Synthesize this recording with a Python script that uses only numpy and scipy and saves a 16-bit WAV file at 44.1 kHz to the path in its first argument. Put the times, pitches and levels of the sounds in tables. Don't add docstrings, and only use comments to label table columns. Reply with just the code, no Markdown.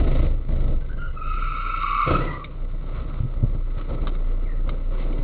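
import sys
import numpy as np
from scipy import signal
from scipy.fft import rfft, irfft, next_fast_len
from scipy.io import wavfile
from scipy.ndimage import uniform_filter1d

SR = 44100
rng = np.random.default_rng(int(sys.argv[2]) if len(sys.argv) > 2 else 0)


def generate_wav(sig):
    pcm = np.round(np.clip(np.atleast_2d(sig).T, -1, 1) * 32767).astype(np.int16)
    wavfile.write(sys.argv[1], SR, pcm)


N = 230863
T = np.arange(N) / SR
CRASH_S = 2.055
OVERTONE_GROWTH_DB_PER_S = 12


def undb(db):
    return 10 ** (np.asarray(db) / 20)


def unit(x):
    return x / np.sqrt(np.mean(x ** 2) + 1e-18)


def curve(points):
    return np.interp(T, *np.transpose(points))


def glide(start, length, first_hz, last_hz):
    return np.interp(T, [start, start + length], [first_hz, last_hz])


def envelope(start, length, attack_s, fall_db_per_s):
    age = T - start
    return np.clip(age / attack_s, 0, 1) * undb(-fall_db_per_s * np.maximum(age - length, 0))


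def wander(rate):
    size = next_fast_len(N, real=True)
    hz = np.arange(size // 2 + 1) * SR / size
    spectrum = rfft(rng.standard_normal(size)) * np.exp(-(hz / rate) ** 2)
    return unit(irfft(spectrum, size)[:N])


def shape(x, points):
    hz, db = np.transpose(points)
    all_hz = np.arange(N // 2 + 1) * SR / N + 1
    gain = undb(np.interp(np.log(all_hz), np.log(hz), db))
    return irfft(rfft(x) * gain, N)


def band(x, low_hz, high_hz):
    sos = signal.butter(3, [low_hz, high_hz], "band", fs=SR, output="sos")
    return signal.sosfiltfilt(sos, x, padtype=None)


def resonate(x, modes):
    return sum(undb(db) * signal.lfilter(*signal.iirpeak(hz, hz / width, SR), x)
               for hz, width, db in modes)


def echoes(x, fade_s, echo_db):
    t = T[:SR // 2]
    tail = rng.standard_normal(len(t)) * np.exp(-np.log(1000) * t / fade_s)
    return x + undb(echo_db) * signal.fftconvolve(x, tail / np.linalg.norm(tail))[:N]


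def engine_firings():
    # (time [s], firing rate [Hz])
    firing_rate = [(0, 25.99), (.42, 27.48), (.78, 23.76), (1.22, 23.5), (1.34, 30.32), (1.95, 30.21),
                   (2.5, 28.64), (3.7, 29.65), (4.2, 28.81), (5.23, 29.29)]
    return np.cumsum(curve(firing_rate)) / SR


def engine(firings):
    # (multiple of the firing rate, gain while rolling [dB], gain at idle [dB])
    harmonics = [(1, 1.25, 0.35), (2, -10.5, -24), (3, -17, -23), (4, -18.5, -28.5), (5, -21.5, -28)]
    # (time [s], level [dB])
    loudness = [(0.0, -19), (0.35, -20.5), (0.44, -31.5), (0.49, -21.5), (0.76, -19.5), (0.86, -28.5),
                (1.02, -24), (1.22, -31), (1.28, -23.5), (2.08, -30), (2.14, -21), (2.46, -38), (2.64, -26),
                (3.19, -28.5), (3.58, -21.5), (3.95, -27.5), (4.08, -21), (5.23, -23)]
    idle = np.clip((T - .9) / .5, 0, 1)
    boom = 0
    for k, rolling_db, idle_db in harmonics:
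        wobble_db = (1.3 if k == 1 else 2.6) * wander(10)
        db = rolling_db + (idle_db - rolling_db) * idle + wobble_db
        boom += undb(db) * np.sin(2 * np.pi * (k * firings + rng.random()))
    return np.sqrt(2) * boom * undb(curve(loudness))


def road(firings, passing):
    # (frequency [Hz], gain [dB])
    road_colour = [(24, -47.5), (40, -2.5), (65, -5.5), (81, -15), (98, -17), (135, -11.5), (182, -22),
                   (236, -23), (302, -22.5), (444, -28.5), (535, -24.5), (763, -36.5), (932, -30),
                   (1330, -34.5), (1600, -49), (2080, -78.5), (3520, -120)]
    # (frequency [Hz], gain [dB])
    hiss_colour = [(880, -45), (1500, -7.5), (1680, -12), (1960, -2.5), (2040, 2.5), (2130, -7), (2250, -2),
                   (2350, -6.5), (2440, -9), (2720, -7), (3360, -10.5), (3710, -8.5), (4350, -16.5),
                   (5660, -41.5), (9570, -120)]
    # (start [s], length [s], rumble [dB], roar [dB], scrub [dB], rattle [dB])
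    shakes = [(-.03, .28, -24, -32, -46.5, -47), (.27, 0.15, -42, -45, -67.5, -69.5),
              (0.47, 0.26, -29.5, -37, -52.5, -55), (0.774, 0.39, -37.5, -52.5, -72, -76),
              (1.245, 0.24, -39, -51, -74, -70.5), (2.2, 0.14, -40, -42.5, -55, -55.5),
              (2.494, 0.35, -39.5, -63, -58.5, -71), (2.822, 0.38, -35, -44, -53, -58),
              (2.926, 0.073, -51, -46.5, -45.5, -54.5), (3.093, 0.048, -35, -53.5, -46.5, -60),
              (3.281, .28, -34.5, -44.5, -58, -65), (3.757, 0.038, -35.5, -39.5, -48.5, -52.5),
              (3.87, 0.078, -30.5, -35, -47.5, -54.5), (3.989, 0.085, -29, -39, -52.5, -56),
              (4.659, 0.1, -38, -38, -52, -60), (4.901, .33, -43, -36.5, -49.5, -55),
              (4.977, 0.019, -55, -43, -54, -47)]
    spells = np.array([envelope(start, length, attack_s=.022, fall_db_per_s=153.5)
                       for start, length, *_ in shakes])
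    strengths = undb(np.array(shakes)[:, 2:]).T
    shake_rumble, shake_roar, shake_scrub, rattle = np.sqrt(strengths ** 2 @ spells ** 2)
    rumble_gain = undb(1) * np.hypot(undb(-42.5), shake_rumble)
    roar_gain = np.hypot(np.hypot(undb(-49), shake_roar), passing)
    scrub_gain = np.hypot(np.hypot(undb(-58), shake_scrub), undb(-10) * passing)
    hiss_gain = np.hypot(np.hypot(undb(-61), rattle), undb(-16.5) * passing)
    jolt = (np.exp(-3 * (firings % 1)) - .3) * np.interp(T, [.8, 1.4], [1, .4])
    noise = shape(rng.standard_normal(N), road_colour)
    rumble = unit(band(noise, 42, 190))
    roar = unit(band(noise, 189, 835) * undb(4.5 * jolt + 1.9 * wander(40)))
    chatter = undb(6.6 * jolt + 2 * wander(110))
    dashboard = resonate(rng.standard_normal(N) * chatter, [(1142, 200, -.5), (1283.4, 34, 4)])
    scrub = unit(band(dashboard, 850, 1606))
    hiss = unit(shape(rng.standard_normal(N), hiss_colour) * chatter)
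    return rumble * rumble_gain + roar * roar_gain + scrub * scrub_gain + hiss * hiss_gain


def thumps():
    # (time [s], strength [dB], contact time [s])
    bumps = [(.492, -23.5, 0.00039), (3.202, -15, 0.0048), (3.232, -17, 0.0054), (3.249, -19, 0.0039),
             (3.427, -13.5, 0.0034), (3.437, -13.5, 0.0018), (3.549, -25, 0.0012), (3.772, -25.5, 0.0012),
             (3.95, -28, 0.0011), (5.189, -26.5, 0.00044)]
    # (frequency [Hz], time to fade by 60 dB [s], gain [dB])
    ring_tones = [(108, 0.15, -8.5), (132, 0.072, 3), (236, 0.072, -8), (306, 0.027, -9), (430, .04, -14.5),
                  (564, 0.04, -13.5)]
    push = np.zeros(N)
    for start, db, contact in bumps:
        pulse = np.exp(-np.pi * ((T - start - contact / 2) / contact * 2) ** 2)
        push += undb(db) * pulse / pulse.sum()
    t = T[:SR // 2]
    ring = sum(undb(db) * np.sin(2 * np.pi * hz * t) * np.exp(-np.log(1000) * t / fade_s)
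               for hz, fade_s, db in ring_tones)
    return -signal.fftconvolve(push, ring)[:N]


def stick_slip(hz, scatter):
    unrest = .6 * wander(250) + .65 * wander(50)
    return 2 * np.pi * np.cumsum(hz * (1 + scatter * unrest)) / SR


def tyre(hz, scatter, tone_gain, octave_gain, third_db):
    phase = stick_slip(hz, scatter)
    grip = undb(4.74 * wander(100))
    squeal = 0
    for k, gain in enumerate([tone_gain, octave_gain, octave_gain * undb(third_db)], 1):
        harmonic = echoes(grip * np.sin(k * phase), fade_s=.2, echo_db=-2)
        slow_level = np.sqrt(uniform_filter1d(harmonic ** 2, size=2200) + 1e-9)
        squeal += harmonic / slow_level * gain
    return squeal


def scuff(hz, tone_gain, octave_gain):
    phase = 2 * np.pi * np.cumsum(hz) / SR
    rub, slip = wander(130), wander(130)
    return undb(-8) * sum(gain * (rub * np.sin(k * phase) + slip * np.cos(k * phase))
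                          for k, gain in enumerate([tone_gain, octave_gain], 1))


def chirps():
    # (start [s], length [s], first pitch [Hz], last pitch [Hz], tone [dB], octave [dB])
    slips = [(0.814, 0.022, 1510, 1520, -57.5, -74), (0.889, 0.043, 1487, 1570, -50, -69.5),
             (0.983, .085, 1378, 1408, -38.5, -64.5), (0.971, .13, 1520, 1447, -56.5, -60),
             (2.202, .15, 980, 993, -43.5, -42), (2.288, 0.14, 1213, 1175, -40, -63)]
    out = 0
    for start, length, first_hz, last_hz, tone_db, octave_db in slips:
        hz = glide(start, length, first_hz, last_hz)
        contact = envelope(start, length, attack_s=.0067, fall_db_per_s=334)
        tone, octave = contact * undb(tone_db), contact * undb(octave_db)
        out += tyre(hz, scatter=.024, tone_gain=tone, octave_gain=octave, third_db=-29.5)
        out += scuff(hz, tone, octave)
    return out


def clicks():
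    # (time [s], level [dB], time to fade by 60 dB [s], rattle gain [dB])
    snaps = [(.861, -42, .014, 0), (2.442, -37, 0.047, 7.5), (4.07, -21.5, 0.018, -2.5),
             (4.076, -20.5, 0.026, -9), (4.092, -34.5, 0.011, 5.5), (4.151, -32.5, 0.027, -6.5),
             (4.681, -48, .015, -5), (4.691, -23, 0.032, -4.5), (5.127, -40, 0.048, -2)]
    # (frequency [Hz], width [Hz], gain [dB])
    trim = [(1293, 120, -3.5), (2250, 250, -5), (3070, 220, -6), (3670, 160, -7.5)]
    panel_hz = trim[0][0]
    rattle = undb(-3.5) * unit(band(resonate(rng.standard_normal(N), trim), 1100, 4060))
    out = 0
    for start, db, fade_s, rattle_db in snaps:
        age = np.maximum(T - start, 0)
        force = undb(db) * np.minimum(age / .0012, 1) * np.exp(-np.log(1000) * age / fade_s)
        out += force * (np.sin(2 * np.pi * panel_hz * age) + undb(rattle_db) * rattle)
    return echoes(out, fade_s=.044, echo_db=-5)


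def slides():
    # (start [s], length [s], first pitch [Hz], last pitch [Hz], final tone [dB],
    # growth [dB/s], final octave [dB])
    squeals = [(1.145, 1.025, 1315, 1296, -27.5, 10, -43), (1.185, .6, 1256, 1228, -38.5, 0.5, -44),
               (1.8, .235, 1190, 1178, -23, 19, -40.5), (1.36, .74, 1150, 1100, -31.5, 22, -41),
               (1.235, .94, 1358, 1372, -33.5, 7.5, -52.5), (1.66, .065, 1335, 1300, -28.5, -2.5, -44)]
    bounce_hz, build_s, peak_s = 6.3, .3, 2.015
    build = np.clip(1 + (T - CRASH_S) / build_s, 0, 1) ** .5
    bounce_db = 1.5 * build * np.cos(2 * np.pi * bounce_hz * (T - peak_s))
    out = 0
    for start, length, first_hz, last_hz, final_db, growth, final_octave_db in squeals:
        hz = glide(start, length, first_hz, last_hz)
        left_s = np.clip(start + length - T, 0, length)
        contact = envelope(start, length, attack_s=.032, fall_db_per_s=170.5)
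        tone_db = final_db - growth * left_s + bounce_db
        octave_db = final_octave_db - OVERTONE_GROWTH_DB_PER_S * left_s + .5 * bounce_db
        tone = contact * undb(tone_db + 1.5 * wander(33))
        octave = contact * undb(octave_db + 2.8 * wander(31))
        out += tyre(hz, scatter=.018, tone_gain=tone, octave_gain=octave, third_db=-21)
    return out


def grit():
    # (frequency [Hz], gain [dB])
    colour = [(1000, -57), (1700, -20), (1860, -20), (1970, -9), (2250, -2.5), (2390, -9.5), (2610, -12.5),
              (2780, -7), (3180, -13), (3320, -19), (3600, -21.5), (3700, -9.5), (3850, -19.5),
              (4010, -17.5), (4350, -34), (5660, -29), (9570, -120)]
    locked_s = 1.185
    scrub = unit(shape(rng.standard_normal(N) * undb(3.4 * wander(200)), colour))
    sliding = envelope(locked_s, CRASH_S - locked_s, attack_s=.14, fall_db_per_s=124)
    return scrub * sliding * undb(-40.5 - OVERTONE_GROWTH_DB_PER_S * np.maximum(CRASH_S - T, 0))


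def windscreen(skid):
    # (frequency [Hz], gain [dB])
    glass = [(1500, 0), (1750, 2), (2000, 1), (2230, 1), (2390, -5.5), (2560, 0.5), (2900, 0.5), (3350, -6),
             (3730, 3), (4000, -2.5), (4280, 10)]
    return shape(skid, glass)


def crash():
    # (frequency [Hz], gain [dB])
    colour = [(29, -49), (50, -11.5), (81, 1.5), (108, -7), (145, 5), (175, -3), (203, -20), (318, -9.5),
              (421, -17), (489, -10.5), (840, -31), (1320, -15), (1680, -35.5), (2260, -29.5), (4350, -40),
              (5660, -52.5), (9570, -120)]
    cracks = rng.standard_normal(N) * undb(2 * wander(93))
    crunch = shape(cracks, colour)
    thud = unit(band(crunch, 56, 200))
    crumple = undb(-4) * unit(band(crunch, 210, 900))
    splinters = undb(-10) * unit(band(crunch, 950, 4900))
    impact = undb(-21) * envelope(CRASH_S, length=.085, attack_s=.031, fall_db_per_s=75.5)
    return (thud + crumple + splinters) * impact


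def passing_car():
    nearest_s, nearest_m, speed_m_per_s = 4.25, 3.3, 8.3
    distance_m = np.hypot(nearest_m, speed_m_per_s * (T - nearest_s))
    return undb(-44.5) * nearest_m / distance_m


def squeak():
    start_s, length_s = 4.44, .077
    hz = glide(start_s, length_s, first_hz=2320, last_hz=1880)
    tone = np.sin(stick_slip(hz, scatter=.03)) * wander(150)
    loudness = undb(-51) * envelope(start_s, length_s, attack_s=.022, fall_db_per_s=222.5)
    return echoes(tone, fade_s=.08, echo_db=-2.5) * loudness


def scene():
    firings = engine_firings()
    driving = engine(firings) + road(firings, passing_car())
    skid = windscreen(slides() + chirps() + grit())
    return (driving + skid + crash() + thumps() + clicks() + squeak())[None]


def record(dry):
    top_hz, whine_hz = 4400, 7800
    narrow = signal.sosfilt(signal.butter(18, top_hz, fs=SR, output="sos"), dry)
    whine = undb(-62.5) * narrow * np.cos(2 * np.pi * whine_hz * T)
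    final_cut = signal.ellip(8, .2, 70, 9300, fs=SR, output="sos")
    return signal.sosfilt(final_cut, narrow + whine)


dry = scene()
out = record(dry)
generate_wav(out)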